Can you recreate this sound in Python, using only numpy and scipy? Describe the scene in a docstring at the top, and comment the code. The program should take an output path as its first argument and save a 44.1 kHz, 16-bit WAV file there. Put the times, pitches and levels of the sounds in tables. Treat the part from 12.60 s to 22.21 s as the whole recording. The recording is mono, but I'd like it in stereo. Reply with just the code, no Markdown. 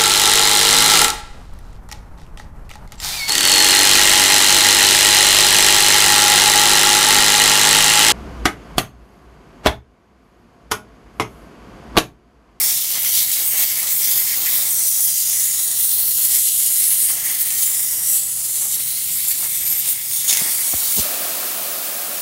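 """Air hisses out of a tyre while fingers unscrew the valve core, close to a mono microphone outdoors.
The jet is coloured noise that flutters and spits against the fingertips and rings in moving resonances.
Spilled air adds a soft rush and the hollow of the hand; a faint low rumble lies underneath.
The core comes loose with a spurt, the jet brushes the microphone, and the open stem then blows freely."""
import sys
import numpy as np
from scipy import signal
from scipy.fft import rfft, irfft, next_fast_len
from scipy.io import wavfile
from scipy.ndimage import uniform_filter1d, map_coordinates

SR = 44100
rng = np.random.default_rng(int(sys.argv[2]) if len(sys.argv) > 2 else 0)


def inscribe(sig):
    """Save sig as 16-bit PCM at rate SR to the path in sys.argv[1].

    A 1-D sig is mono; a 2-D sig holds one channel per row.
    Samples are clipped to [-1, 1] before scaling.
    """
    pcm = np.round(np.clip(np.atleast_2d(sig).T, -1, 1) * 32767)
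    wavfile.write(sys.argv[1], SR, pcm.astype(np.int16))


N = 423801
T = np.arange(N) / SR  # time of each sample, s
TOP_HZ = 15780  # band limit of the jet and of the finished sound


def amp(db):
    """Decibels to gain."""
    return 10 ** (np.asarray(db) / 20)


def unit(x):
    """x scaled to rms 1."""
    return x / np.sqrt(np.mean(x ** 2) + 1e-20)


def along(points, hz):
    """Reads (frequency [Hz], level [dB]) points on a log frequency axis."""
    point_hz, level_db = np.transpose(points)
    return np.interp(np.log(hz + 1), np.log(point_hz + 1), level_db)


def curves(rows, at=T):
    """Each column after the time, read at the given times."""
    time_s, *columns = np.transpose(rows)
    return [np.interp(at, time_s, column) for column in columns]


# shape of every finger movement: 2 is a round bell, more gives a flat hold with quick flanks
SWELL_STEEPNESS = 3.6


def swells(rows, at=T):
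    """Finger movements rise, hold and fall back; one summed dB curve per column after the length."""
    middle_s, length_s, *columns = np.transpose(rows)
    distance = np.abs(2 * (at - middle_s[:, None]) / length_s[:, None])
    shapes = np.exp(-distance ** SWELL_STEEPNESS)
    return [db @ shapes for db in columns]


def wobble(rate):
    """A smooth random curve with rate knots a second."""
    knots = rng.standard_normal(int(N * rate / SR) + 4)
    return map_coordinates(knots, [T * rate])


def patches(shape, bins, frames):
    """A random field of rms 1, smoothed over frequency bins and time frames."""
    field = rng.standard_normal(shape)
    for _ in range(2):
        field = uniform_filter1d(field, bins, 0)
        field = uniform_filter1d(field, frames, 1)
    return unit(field)


def filtered(x, response):
    """x filtered by response(Hz), with spare length against wrap-around."""
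    size = next_fast_len(N + 8192)
    hz = np.fft.rfftfreq(size, 1 / SR)
    return irfft(rfft(x, size) * response(hz), size)[:N]


def noise(spectrum):
    """Noise of rms 1 in a fixed colour, silent an octave beyond its outer points."""
    def response(hz):
        inside = (hz > spectrum[0][0] / 2) & (hz < spectrum[-1][0] * 2)
        return amp(along(spectrum, hz)) * inside

    return unit(filtered(rng.standard_normal(N), response))


def shaped(gain, size=1024):
    """Noise whose colour changes in time by gain(Hz column, s row)."""
    hz, t, bins = signal.stft(rng.standard_normal(N), SR, nperseg=size)
    return signal.istft(bins * gain(hz[:, None], t), SR, nperseg=size)[1][:N]


def bell(hz, centre, width):
    """A resonance curve of height 1."""
    return 1 / (1 + (2 * (hz - centre) / width) ** 2)


def above(hz, corner_hz):
    """Share of the power that lies above a soft crossover."""
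    return 1 - 1 / (1 + (hz / corner_hz) ** 20)


# course of the low outdoor rumble: (time [s], level [dB])
RUMBLE_LEVEL = [(0.0, -52), (4.3, -53), (6.7, -50), (7.55, -50.5), (9.0, -60), (9.61, -66)]
# colour of the rumble: (frequency [Hz], relative level [dB])
RUMBLE_SPECTRUM = [(15, -55), (25, -25), (40, -18), (59, 1.5), (86, -2), (145, 3), (162, 1.5), (178, -7.5),
                   (220, -4), (257, -21), (300, -8.5), (390, -12.5), (660, -120)]


def outdoors():
    """A faint low rumble: bass-heavy noise with an uneven level."""
    rumble_db, = curves(RUMBLE_LEVEL)
    return amp(rumble_db + 1.1 * wobble(7.7)) * noise(RUMBLE_SPECTRUM)


# the jet brushing the microphone, levels before the bass cut:
# (time [s], push level [dB], push width [s], flutter level [dB], flutter width [s])
PUFFS = [(7.818, -38, .003, -35.5, 0.0097), (8.139, -19.5, 0.0033, -24.5, 0.0049),
         (8.387, -16, .004, -28, 0.018)]
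# colour of the flutter: (frequency [Hz], relative level [dB])
BUFFET_SPECTRUM = [(30, -25), (90, -7), (160, 2), (260, -3), (500, -6.5), (1000, -11.5), (2500, -35)]


def puffs(port_hz=58, lag_s=0.0062):
    """The jet's turbulent edge buffets the microphone, then its core pushes; a bass cut makes it swing."""
    pushes, buffeting = np.zeros(N), np.zeros(N)
    for time_s, push_db, push_width_s, flutter_db, flutter_width_s in PUFFS:
        pushes += amp(push_db) * np.exp(-((T - time_s - lag_s) / push_width_s) ** 2)
        buffeting += amp(flutter_db) * np.exp(-((T - time_s) / flutter_width_s) ** 2)
    bass_cut = signal.butter(5, port_hz, "highpass", fs=SR, output="sos")
    return signal.sosfilt(bass_cut, pushes + buffeting * noise(BUFFET_SPECTRUM))


# the open stem: (time [s], hiss level [dB], throat level [dB])
OPEN_LEVELS = [(8.47, -20, -33.5), (8.52, -21.5, -34), (9.22, -23.5, -35.5), (9.57, -24, -36.5)]
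# colour of the free hiss: (frequency [Hz], relative level [dB])
STREAM_SPECTRUM = [(900, -25), (1700, -10.5), (2050, -9), (2400, -6), (3200, -7), (4400, -5.5), (5600, -6),
                   (7600, -4.5), (9000, -2), (11000, -2), (12400, 0), (13800, 0), (15300, -0.5),
                   (16000, 8.5), (16400, -60)]
# broad resonance of the stem's throat: (frequency [Hz], relative level [dB])
THROAT_SPECTRUM = [(90, -36), (160, -12), (300, -6.5), (450, -8), (570, 0), (700, 1), (870, -9),
                   (1250, -4.5), (1550, -8.5), (1900, -11.5), (2500, -35)]


def open_stem():
    """The free jet: an even hiss over the broad resonance of the stem's throat."""
    hiss_db, throat_db = curves(OPEN_LEVELS)
    hiss = amp(hiss_db + 0.21 * wobble(25)) * noise(STREAM_SPECTRUM)
    throat = amp(throat_db + 0.37 * wobble(20)) * noise(THROAT_SPECTRUM)
    return hiss + throat


# sharp spits at the valve, level before the onset rounds it off: (time [s], level [dB])
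SPITS = [(.447, -19), (1.863, -15), (2.278, -19), (4.904, -17), (4.922, -18), (6.204, -20), (6.649, -20),
         (7.257, -20), (7.512, -22), (7.694, -14), (7.7275, -7), (7.735, -13), (7.749, -13), (7.7705, -7)]


def spits(attack_s=0.0004, decay_60db_s=0.024):
    """Short bright noise bursts as the fingertips and the loose core shift in the jet."""
    bursts = np.zeros(N)
    for time_s, level_db in SPITS:
        age = np.maximum(T - time_s, 0)
        onset = 1 - np.exp(-age / attack_s)
        bursts += amp(level_db - 60 * age / decay_60db_s) * onset
    # (frequency [Hz], relative level [dB])
    spectrum = [(600, -20), (1400, -12), (2100, -3), (4000, -5), (6500, 0), (11000, 0), (15500, -5)]
    return bursts * noise(spectrum)


# the hollow of the fingers opens and closes: (time [s], resonance [Hz])
CUP_RESONANCE = [(0.0, 2130), (0.56, 2150), (1.47, 2110), (2.76, 2090), (3.16, 1970), (4.0, 2130),
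                 (4.65, 2010), (5.05, 2100), (5.43, 1990), (5.87, 2130), (7.04, 2160), (7.84, 2110),
                 (8.4, 2210)]
# colour around that resonance: (frequency [Hz], relative level [dB])
HOLLOW_SPECTRUM = [(1200, -18), (1700, 2.5), (2100, 1), (2800, 4.5), (3500, -8)]


def cup_colour(hz, t, width_hz=260):
    """The hollow of the hand: one resonance that moves as the fingers curl."""
    cup_hz, = curves(CUP_RESONANCE, t)
    power = bell(hz, cup_hz, width_hz) * amp(along(HOLLOW_SPECTRUM, hz)) ** 2
    return np.sqrt(power / power.mean(axis=0))


# air spilling into the hand as it shifts round the stem, base levels:
# (time [s], soft rush level [dB], hand hollow level [dB])
SPILL_LEVELS = [(0.01, -41.5, -34), (0.21, -47, -41), (1.04, -47.5, -38.5), (2.02, -43.5, -38.5),
                (2.29, -50, -48), (2.77, -47.5, -41.8), (3.54, -49.5, -50.5), (4.31, -49.5, -41.5),
                (4.99, -47.0, -39.0), (5.79, -52, -51), (6.26, -51.9, -45.5), (7.06, -49, -40.5),
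                (7.57, -50.5, -46), (7.77, -40, -33.5), (8.04, -42.0, -40.0), (8.31, -42.5, -41.1)]
# a fingertip turns the jet into the palm, or away from it below 0 dB:
# (middle time [s], length [s], rush change [dB], hollow change [dB])
DEFLECTIONS = [(0.371, 0.035, 8, 5.5), (0.446, 0.066, 4.5, 6.1), (0.83, 0.083, 5, -3),
               (0.997, 0.124, 7, 2.5), (1.254, 0.072, 6.5, 0), (1.727, 0.087, 0, 4), (1.806, 0.083, 3, -5),
               (1.874, 0.042, -3, 10), (2.565, 0.07, -7, -1), (3.56, 0.04, 1, -7), (3.73, 0.31, 1, 6),
               (3.87, 0.186, -4.5, -1.5), (4.505, 0.025, 7, 0), (4.555, 0.075, 5.5, -0.5),
               (4.697, 0.13, 4.5, 5), (6.043, 0.084, 6, 1.5), (6.838, 0.091, 7.5, 4)]
# colour of the rush: (frequency [Hz], relative level [dB])
RUSH_SPECTRUM = [(120, -24), (200, -7), (528, -6), (741, -2.5), (1040, -4.5), (1270, -3), (1490, -5),
                 (1900, -6), (2470, -48), (4180, -120)]
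SPILL_FOLLOWS = 0.36  # dB of spill for each dB of a surge


def hand(flutter):
    """Spilled air rushes over the skin and sounds the hollow of the fingers."""
    surge_db, _ = swells(SURGES)
    spill_db = np.add(curves(SPILL_LEVELS), swells(DEFLECTIONS))
    rush_db, hollow_db = spill_db + SPILL_FOLLOWS * surge_db
    rush_db = rush_db + 0.82 * flutter + 1.4 * wobble(60) + 0.83 * wobble(14)
    hollow_db = hollow_db + 1.48 * flutter + 1.1 * wobble(25)
    return amp(rush_db) * noise(RUSH_SPECTRUM) + amp(hollow_db) * shaped(cup_colour)


# each grip forms a pocket of air at the valve that rings, gliding as the finger rolls;
# below 0 dB the pocket absorbs; frequency and height waver around these values:
# (start [s], end [s], first frequency [Hz], last frequency [Hz], width [Hz], height [dB])
POCKETS = [(0.85, 0.954, 8900, 8950, 450, 9), (1.08, 1.95, 9800, 9600, 1000, 1),
           (1.1, 1.27, 11200, 11100, 550, 6), (1.2, 2.26, 8800, 8200, 550, 4),
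           (1.41, 1.502, 5950, 5950, 520, 11), (2.116, 2.807, 6300, 5900, 950, 7.5),
           (2.3, 3.16, 6860, 6750, 400, 5.5), (2.3, 4.4, 7600, 7650, 280, -5),
           (2.75, 3.49, 8000, 8100, 200, 5), (2.95, 3.5, 9700, 10200, 850, 6),
           (3.22, 3.64, 13100, 13400, 990, 1), (3.45, 4.098, 10500, 10800, 810, 3),
           (4.153, 4.463, 11400, 11100, 1200, 5.5), (3.6, 4.41, 8300, 8200, 150, -2),
           (4.36, 4.51, 9400, 9650, 700, 11), (4.85, 5.31, 9500, 9550, 600, 3.5),
           (5.05, 6.143, 7190, 7170, 130, 10.5), (5.15, 5.548, 5200, 5650, 650, 5),
           (5.15, 6.1, 8290, 8220, 150, 4.5), (5.48, 6.74, 11040, 11350, 700, 3.5),
           (5.62, 7.25, 10400, 10200, 650, -2.5), (5.62, 6.35, 12400, 12200, 1100, -3),
           (6.2, 7.597, 9200, 8800, 500, 6.5), (7.0, 7.19, 12600, 12700, 986, 9),
           (7.444, 7.52, 5100, 5050, 260, 17), (7.667, 7.803, 6700, 6700, 900, 5)]


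def pockets_db(hz, t, fade_s=0.0055):
    """Resonances that open and close with each grip; the trembling finger detunes and damps them."""
    total = 0
    for start, end, first_hz, last_hz, width, db in POCKETS:
        held = (np.tanh((t - start) / fade_s) - np.tanh((t - end) / fade_s)) / 2
        tremble, damping = patches((2, len(t)), bins=1, frames=16)
        glide_hz = np.interp(t, [start, end], [first_hz, last_hz])
        centre = glide_hz + 0.2 * width * tremble
        height = db * (1 + 0.3 * damping)
        total = total + height * held * bell(hz, centre, width)
    return total


# the jet in the thread gap, base levels drifting as the core is turned out:
# (time [s], hiss level [dB], fingertip edge noise level [dB], pinched-gap fizz level [dB])
JET_LEVELS = [(0.07, -21.5, -26, -18.7), (0.29, -25, -27, -24.5), (1.15, -24.5, -27.5, -22),
              (1.84, -27, -25.5, -20.5), (2.12, -20.3, -28, -21), (2.64, -20, -24.5, -23),
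              (3.13, -21, -28.5, -24.4), (3.47, -23.5, -29.5, -19.8), (3.79, -17.5, -28, -21.4),
              (4.47, -17.5, -29.5, -21), (4.62, -26.5, -31.5, -26.5), (5.06, -20, -29.5, -21.5),
              (5.69, -23.5, -33, -29.5), (6.4, -23.4, -30.7, -25), (7.16, -23.5, -30.5, -23.8),
              (7.42, -28, -33.5, -27), (7.87, -22, -29, -23), (8.4, -22.5, -26.5, -20)]
# the gap opens for a moment as the fingers twist and regrip, or a finger covers it below 0 dB;
# brightness turns the fizz up and the edge noise down:
# (middle time [s], length [s], strength [dB], brightness [dB])
SURGES = [(0.124, 0.22, 1, -2), (0.41, 0.05, -0.5, 2), (0.489, 0.14, 3, 1.2), (0.591, 0.091, 5.5, 0.5),
          (0.737, 0.047, 3, 0.5), (0.9, 0.11, 1, 2.5), (1.008, 0.083, 5.5, 1), (1.361, 0.105, 0.7, 3),
          (1.448, 0.076, 2.5, -0.5), (1.57, 0.14, 2, 1.5), (1.924, 0.14, 1, 1.5), (2.447, 0.082, 1.5, 2),
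          (3.302, 0.27, 2, 1), (3.637, 0.093, 1.5, 0.5), (3.723, 0.082, 2, -0.5), (4.113, 0.046, -2.5, -1),
          (4.305, 0.17, 1.5, 0), (4.701, 0.11, 3.5, 0), (4.817, 0.038, 3.1, 3), (5.046, 0.053, 3, 0.5),
          (5.531, 0.13, 5.5, 1.5), (6.005, 0.17, 2.2, 0.2), (6.135, 0.035, 2.5, -2.5),
          (6.57, 0.075, 0.5, 1), (6.701, 0.045, 5, 1.2), (7.116, 0.074, 2.5, 2), (7.196, 0.048, 1, 2),
          (7.298, 0.074, 5.3, 0.8), (7.383, 0.061, -2, 0.5), (7.56, 0.098, 4, 0), (7.695, 0.039, 5.5, -2.5),
          (7.746, 0.14, 4, -3.5), (8.4, 0.06, 1, -2)]
TREMBLE_DB = 0.58  # the unsteady fingertip makes its edge noise waver


def jet_levels(t):
    """Hiss, edge noise and fizz in dB: a surge lifts all three and tilts them by its brightness."""
    hiss_db, edge_db, fizz_db = curves(JET_LEVELS, t)
    surge_db, bright_db = swells(SURGES, t)
    tremble_db = TREMBLE_DB * np.interp(t, T, wobble(18))
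    hiss_db = hiss_db + surge_db
    edge_db = edge_db + surge_db - bright_db + tremble_db
    fizz_db = fizz_db + surge_db + bright_db
    return hiss_db, edge_db, fizz_db


# basic colour of the jet: (frequency [Hz], relative level [dB])
HISS_SPECTRUM = [(1500, -35), (2500, -13), (3200, -10.5), (4000, -9), (5400, -7.5), (6300, -6.5),
                 (6800, -4.5), (7600, -4), (8800, -2.5), (10200, -2), (12000, -0.5), (14300, -2),
                 (15600, 0)]


def jet_colour(hz, t):
    """Turbulence in the thread gap, coloured by the shifting spaces between fingers and rim."""
    shape = (len(hz), len(t))
    colour_db = along(HISS_SPECTRUM, hz) + pockets_db(hz, t)
    # broad random patches of colour drift slowly
    colour_db += patches(shape, bins=10, frames=24)
    # finer random patches of colour come and go in the hiss
    colour_db += 1.4 * patches(shape, bins=3, frames=18)
    # the colour also flickers at random, in broad, quick patches
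    colour_db += 1.1 * patches(shape, bins=12, frames=8)
    colour = amp(colour_db) ** 2

    # big eddies at the fingertip sound low, the smallest ones in the gap highest
    over_edge = above(hz, corner_hz=2680)
    over_hiss = above(hz, corner_hz=7180)
    over_fizz = above(hz, corner_hz=11490)
    hiss_share = over_hiss * (1 - over_fizz)
    edge_share = over_edge * (1 - over_hiss)
    fizz_share = over_fizz * (hz < TOP_HZ)

    power = 0
    for share, level_db in zip([hiss_share, edge_share, fizz_share], jet_levels(t)):
        eddies = share * colour
        unrest_db = 0.8 * patches((1, len(t)), bins=1, frames=3)
        power = power + amp(level_db + unrest_db) ** 2 * eddies / eddies.mean(axis=0)
    return np.sqrt(power)


LOOSE_S = 7.8  # the core comes loose and the jet's slower flutter fades
RELEASE_S = 8.42  # the fingers leave the stem


def scene():
    """The jet against the fingers gives way to the free jet as the hand lifts."""
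    flutter = wobble(60)
    tight = (1 - np.tanh((T - LOOSE_S) / 0.03)) / 2
    free = (1 + np.tanh((T - RELEASE_S) / 0.021)) / 2
    jet = shaped(jet_colour) * amp(0.66 * tight * flutter + 0.78 * wobble(300))
    held = jet + hand(flutter)
    # equal-power crossfade from the held to the free jet
    air = np.sqrt(1 - free) * held + np.sqrt(free) * open_stem()
    mono = outdoors() + puffs() + spits() + air
    return np.array([mono, mono])


def record(dry):
    """Removes everything above the band limit."""
    return np.array([filtered(channel, lambda hz: hz < TOP_HZ) for channel in dry])


dry = scene()
out = record(dry)
inscribe(out)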